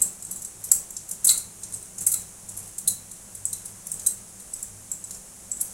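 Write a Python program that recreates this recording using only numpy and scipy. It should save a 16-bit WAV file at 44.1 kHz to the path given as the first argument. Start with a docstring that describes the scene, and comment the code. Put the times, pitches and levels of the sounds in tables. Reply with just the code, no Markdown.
"""A small kitchen, one microphone close to two hands kneading stiff dough on a stone counter.
From the start a low appliance hum and microphone hiss lie under the rub and thud of the strokes.
With the first push, thin glass bangles clink on a wrist: a chatter of ring against ring, a dry crack
and high modes that the skin soon damps. A softer touch follows each clink, and hard walls answer.
The thickest flurry comes near 1.3 s; after about 4 s the clinks are mostly light."""
import sys
import numpy as np
from scipy import signal
from scipy.fft import rfft, irfft
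from scipy.io import wavfile

SR = 44100
rng = np.random.default_rng(int(sys.argv[2]) if len(sys.argv) > 2 else 0)


def wrap_up_sound(samples):
    """Save the sound to the file named by the first command line argument, as 16-bit audio."""
    columns = np.atleast_2d(samples).T
    # keep every value between -1 and 1, then stretch to whole-number steps
    tamed = np.clip(columns, -1, 1)
    steps = np.round(tamed * 32767).astype(np.int16)
    wavfile.write(sys.argv[1], SR, steps)


N = 252714

# bangle clinks: (time [s], crack level over 10 ms [dB], chatter length [s], treble tilt [dB],
# pitch of the struck bangle [Hz], its ring over the crack [dB], low modes over the crack [dB])
CLINKS = [(0.0164, -18, 0.0086, 4.5, 7970, 3, -29), (0.2236, -39, 0.007, -5, 7940, 2.5, -27),
          (0.2495, -42.5, .004, 4, 8070, 8, -38), (0.3094, -29.5, 0.02, 4, 7860, -4, -27),
          (.358, -34.5, .013, 5, 7720, 1, -32), (.4183, -35.5, .008, 0, 7800, -2, -32),
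          (0.4463, -32, 0.0079, -6, 7860, -3, -31), (0.6386, -29.5, 0.015, 2, 8350, -13, -32),
          (0.7145, -12.5, 0.0074, 3, 7724, -.5, -36), (.686, -41, 0.0035, -9, 7620, -7, -40),
          (0.905, -36, 0.0036, 4, 8070, -2, -36), (0.965, -31.5, 0.0066, -23, 7660, -3, -36),
          (1.089, -34.5, 0.0053, 3, 8100, -10, -36), (1.111, -27.5, 0.0027, -2, 7400, -7.5, -43),
          (1.244, -16, 0.01, 2, 7760, -8, -30), (1.2681, -15.5, 0.0045, 3, 8400, -9, -41),
          (1.277, -19.5, .009, 2, 8900, -8, -15), (1.29, -16, 0.0054, -2, 7880, -8, -5),
          (1.2991, -24.5, 0.0049, -12, 7670, 8, -29), (1.3073, -18, .01, 10, 7930, -3, -31),
          (1.375, -24.5, 0.0061, -1, 8690, -8, -30), (1.632, -33.5, 0.011, -15, 8440, -4, -22),
          (1.7233, -36, 0.0099, -8, 9150, -4, -21), (1.74, -35, 0.0059, -5, 8070, 5.5, -36),
          (1.826, -43, .0045, 7, 8640, 4, -19), (1.9799, -32, 0.011, -3, 7000, -2, -36),
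          (2.005, -29.5, .022, 0, 7530, -4, -27), (2.0645, -14, 0.0093, 3.5, 9000, -11, -37),
          (2.1161, -21.5, 0.011, 9, 7850, -7, -27), (2.1388, -21, .005, .5, 7800, -2, -17.5),
          (2.4877, -34, 0.014, -4, 7840, 0, -36), (2.566, -31, 0.021, 3, 8400, -15, -37),
          (2.671, -42, .012, -3, 8400, -5, -35), (2.781, -28.5, 0.007, 0, 7640, -8, -43),
          (2.8741, -15, 0.0099, 1.5, 9900, -15, -16), (3.1125, -38.5, 0.0047, 0, 9060, -1, -18),
          (3.3483, -35.5, 0.0063, 1, 7700, -7, -27), (3.4533, -28.5, .003, -1, 8160, 6.5, -39),
          (3.529, -27.5, 0.0048, -4.5, 8720, -5, -17), (3.6549, -33.5, 0.0097, -2, 7740, -18, -30),
          (3.868, -32.5, 0.0018, -1, 7900, -12, -43), (3.9156, -29.5, .007, 4, 8100, 1.5, -44),
          (3.9413, -42, .002, 7, 7900, 10, -36), (3.994, -35, 0.0058, -10, 6830, -8, -23),
          (4.0619, -23, 0.01, -3, 7990, -10, -19.5), (4.067, -20, 0.0062, 9, 8170, 3, -47),
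          (4.3987, -42.5, .006, 0, 8900, -1, -18), (4.534, -35.5, 0.0073, -3.5, 8020, 8, -42),
          (4.6265, -31, .004, 4, 7610, 1.5, -42), (4.9158, -33, .0033, 1, 7700, 7, -36),
          (5.04, -40.5, 0.0054, -9, 7950, 7, -26), (5.107, -35.5, 0.007, -6, 7320, -4, -19),
          (5.135, -37.5, 0.023, -8, 7050, -4, -36), (5.515, -36, 0.0045, -8, 7890, 11.5, -34),
          (5.57, -49, 0.0026, 0, 7770, 11.5, -46), (5.602, -34.5, 0.0064, -7, 8500, -14, -38),
          (5.6092, -22.5, 0.0058, 5.5, 8240, -20, -44)]


def amp(db):
    """Decibels to gain."""
    return 10 ** (np.asarray(db) / 20)


def unit(x):
    """Scales to an energy of one."""
    return x / np.sqrt(np.sum(x ** 2) + 1e-20)


def curve(points, hz):
    """Joins (frequency [Hz], value) points by straight lines on a log frequency axis."""
    f, value = np.transpose(points)
    return np.interp(np.log(hz + 1), np.log(f + 1), value)


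def add(mix, s, sound):
    """Lays a sound into the mix at s seconds."""
    part = mix[max(round(s * SR), 0):][:len(sound)]
    part += sound[:len(part)]


def noise(gain):
    """Noise of rms one whose spectrum follows gain(hz)."""
    spectrum = rfft(rng.standard_normal(N)) * gain(np.fft.rfftfreq(N, 1 / SR))
    return unit(irfft(spectrum, N)) * np.sqrt(N)


def swell(t, rise_s):
    """Soft start, complete soon after the rise time."""
    return 1 - np.exp(-(t / rise_s) ** 2)


def decay(t, t60):
    """Dies away by 60 dB in t60 seconds."""
    return np.exp(-np.log(1000) * t / t60)


def room_tone(hiss_db=-45.5):
    """An appliance hums in narrow, wavering bands of noise under steady room and microphone hiss."""
    # hum bands: (centre [Hz], width [Hz], level [dB])
    hum_bands = [(64, 8.3, -69.5), (102, 6.3, -58), (162.6, 14, -63.5), (193.6, 22, -60), (243.4, 11, -69)]
    # spectrum of the hiss: (frequency [Hz], relative level [dB])
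    hiss_colour = [(20, 1), (62, 6), (80, -22), (130, 2), (200, -14.5), (320, -3.5), (700, -5.5),
                   (1500, -11), (3300, -15), (4800, -14), (6500, -1.5), (8100, 1), (10200, -1.5),
                   (12000, -10.5), (13500, -17), (15800, -20)]
    hum = sum(amp(db) * noise(lambda hz: 1 / (1 + ((hz - centre) / width) ** 2) ** 2)
              for centre, width, db in hum_bands)
    return hum + amp(hiss_db) * noise(lambda hz: amp(curve(hiss_colour, hz)))


def kneading(resting_db=-69):
    """Strength of the hands' rub and push at every sample: each stroke swells and eases off."""
    # hand strokes: (time of peak [s], half length [s], rub level [dB], push level [dB])
    hand_strokes = [(0.025, 0.11, -51.5, -49), (0.347, 0.1, -58, -52), (0.743, 0.11, -55, -54.5),
                    (1.121, 0.03, -56, -54), (1.33, 0.093, -51.5, -51.5), (1.734, 0.14, -58, -54),
                    (2.02, 0.037, -53, -46.5), (2.178, 0.083, -53.5, -52.5), (2.6, 0.11, -55.5, -62),
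                    (2.898, 0.06, -62, -46), (3.253, 0.11, -73, -63), (3.616, 0.15, -59.5, -57),
                    (4.043, 0.15, -55.5, -64), (4.606, .09, -59.5, -61), (4.93, 0.029, -60, -54.5),
                    (5.135, 0.07, -58.5, -59), (5.653, 0.12, -56, -65)]
    s, half, rub_db, push_db = np.transpose(hand_strokes)[:, :, None]
    arches = np.exp(-((np.arange(N) / SR - s) / half) ** 2)
    rub = amp(resting_db) + np.sum(amp(rub_db) * arches, 0)
    push = np.sum(amp(push_db) * arches, 0)
    return rub, push


def dough(rub, push):
    """Dough on stone: soft rubbing with each stroke, a dull thud under the heavier pushes."""
    # spectrum of the rubbing: (frequency [Hz], relative level [dB])
    rub_colour = [(60, 10), (150, -4), (400, 2.5), (900, -2.5), (2000, -8), (5000, -11.5), (12000, -40)]
    # spectrum of the thud: (frequency [Hz], relative level [dB])
    thud_colour = [(20, -15), (45, -7), (64, -3), (80, -8), (102, 4.5), (124, -5), (160, 1.5), (195, 2),
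                   (260, -14), (600, -22), (3000, -61)]
    rubbing = rub * noise(lambda hz: amp(curve(rub_colour, hz)))
    thud = push * noise(lambda hz: amp(curve(thud_colour, hz)))
    return rubbing + thud


def chatter(length_s, contacts_per_s=830, size=2048):
    """A knock runs through the stack: a first contact, then weaker ones at random moments."""
    t = np.arange(size) / SR
    contacts = (rng.random(size) < contacts_per_s / SR) * rng.choice([-1, 1], size)
    contacts[0] = 1
    return contacts * np.exp(-(t / length_s) ** 2)


def crack(tilt_db, size=1024):
    """One contact of glass on glass: a flash of countless short modes, bright or dull by its tilt."""
    # spectrum of a glass tick as heard through a microphone that lifts 6-12 kHz:
    # (frequency [Hz], relative level [dB])
    tick_colour = [(300, -45), (1500, -33), (3200, -33), (4800, -22), (6200, -9.5), (7200, -4.5), (8200, 0),
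                   (9500, -2), (11300, -7), (12600, -11.5), (13800, -23), (15800, -18.5)]
    hz = np.abs(np.fft.fftfreq(size, 1 / SR))
    t = np.arange(size) / SR
    tilt_share = np.interp(hz, [2000, 3800, 5500, 8000, 14000], [0, -.7, -.5, 0, .8])
    log_gain = np.log(amp(curve(tick_colour, hz) + tilt_db * tilt_share))
    response = np.fft.ifft(np.exp(np.conj(signal.hilbert(log_gain)))).real  # minimum phase
    flash = rng.standard_normal(size) * swell(t, rise_s=0.0028) * decay(t, t60=0.015)
    return signal.fftconvolve(flash, response)


def ring(modes):
    """Glass modes as dying sines; no two bangles are quite the same size or struck at the same spot."""
    t = np.arange(SR // 6) / SR
    hz, db, t60 = np.transpose(modes)[:, :, None]
    size, spot, phase = rng.standard_normal((3, len(modes), 1))
    waves = swell(t, rise_s=0.0005) * np.sin(2 * np.pi * (hz * (1 + 0.0062 * size) * t + phase))
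    return np.sum(amp(db + 2 * spot) * decay(t, t60) * waves, 0)


def struck(contacts, response, db):
    """The glass answers every contact of a chatter; the level is counted over 10 ms."""
    return amp(db) * np.sqrt(SR / 100) * unit(signal.fftconvolve(contacts, response))


def clinks(rows, damped_t60=0.011, free_t60=0.08):
    """Each chatter drives a crack, the struck bangle with its two neighbours, and the stack's modes."""
    # bending modes of bangles swinging free of the skin: (frequency [Hz], relative level [dB], t60 [s])
    low_modes = [(3957, -5, .03), (4000, 6.5, 0.03), (4270, 7, 0.011), (3940, -25.5, 0.2),
                 (3990, -25, 0.22), (4240, -25, 0.15), (4270, -34, .22)]
    # upper modes, reached by hard contacts: (frequency [Hz], relative level [dB], t60 [s])
    high_modes = [(8870, -0.5, 0.017), (10100, 12, .012), (10650, 17, 0.014), (11270, 11.5, 0.076),
                  (11700, -11, .012), (13700, -3, .025), (15050, -17, .02)]
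    out = np.zeros(N)
    for s, db, length_s, tilt_db, hz, ring_db, low_db in rows:
        contacts = chatter(length_s)
        high_db = -14 - 0.52 * ring_db  # a glancing blow gives the upper modes what the main ring loses
        on_skin = [(hz, 0, damped_t60), (hz + 350, -6, damped_t60), (hz - 300, -7, damped_t60)]
        lingering = [(hz, -24, free_t60)]
        parts = [(0, crack(tilt_db)), (ring_db, ring(on_skin + lingering)),
                 (low_db, ring(low_modes)), (high_db, ring(high_modes))]
        for part_db, response in parts:
            add(out, s, struck(contacts, response, db + part_db))
    return out


def sliding(rub, over_rub_db=8, layers=6, ticks_per_s=40):
    """Faint stray ticks of bangles sliding on each other as the wrist moves."""
    out = np.zeros(N)
    for _ in range(layers):
        ticks = rng.random(N) < ticks_per_s / SR
        strength = amp(4.9 * np.minimum(rng.exponential(1, N), 2))
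        out += signal.oaconvolve(ticks * strength, crack(tilt_db=-2))[:N]
    return amp(over_rub_db) * unit(out) * np.sqrt(N) * rub


def settling(db=-47, length_s=0.004, tilt_db=-5, ring_db=-8, low_db=-32):
    """After each clink the stack falls back with a soft second touch of some bangle."""
    times = np.array(CLINKS)[:, 0] + rng.uniform(0.016, 0.036, len(CLINKS))
    pitches = rng.uniform(7330, 8330, len(CLINKS))
    return clinks([(s, db, length_s, tilt_db, hz, ring_db, low_db) for s, hz in zip(times, pitches)])


def knocks():
    """Hard blows shake the whole stack in its deepest modes."""
    # hard blows: (time [s], level over 10 ms [dB])
    blows = [(0.713, -52), (1.245, -55), (1.269, -50), (1.296, -39), (2.065, -50), (2.137, -48)]
    # deepest modes of the stack: (frequency [Hz], relative level [dB], t60 [s])
    deep_modes = [(1270, 2, 0.016), (1380, -3.5, 0.032), (1950, -24, 0.0064), (2115, 2.5, 0.029),
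                  (2580, 8, 0.006), (3200, 0, 0.002)]
    out = np.zeros(N)
    for s, db in blows:
        add(out, s, struck(chatter(length_s=0.025), ring(deep_modes), db))
    return out


def kitchen(sound):
    """Dense reflections from hard, near walls build up quickly and die sooner in the treble."""
    # reverberation time of the room: (frequency [Hz], t60 [s])
    room_t60 = [(300, 0.68), (4000, 0.36), (6000, 0.34), (8000, 0.26), (12000, 0.24), (16000, 0.31)]
    hz, t, bands = signal.stft(rng.standard_normal(SR // 2), SR, nperseg=256)
    tail = signal.istft(bands * decay(t, curve(room_t60, hz)[:, None]), SR)[1]
    tail *= swell(np.arange(len(tail)) / SR, rise_s=0.00067)
    return signal.fftconvolve(sound, unit(tail))[:N]


def scene(walls=3, room_db=-4):
    """Each wall is sent its own blend of the bangles' modes; one close microphone feeds both channels."""
    rub, push = kneading()
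    faint = settling() + sliding(rub)
    towards_walls = [clinks(CLINKS) + knocks() + faint for _ in range(walls)]
    direct = towards_walls[0]
    reflections = sum(kitchen(sound) for sound in towards_walls) / np.sqrt(walls)
    mono = direct + amp(room_db) * reflections + dough(rub, push) + room_tone()
    return np.array([mono, mono])


def record(dry, ceiling=0.92, edge_hz=15900):
    """The recorder clips any peak just under full scale, then cuts the highest treble."""
    clipped = np.clip(dry, -ceiling, ceiling)
    low_pass = signal.firwin(401, edge_hz, window=("kaiser", 8), fs=SR)
    return signal.oaconvolve(clipped, low_pass[None], "same")


dry = scene()
out = record(dry)
wrap_up_sound(out)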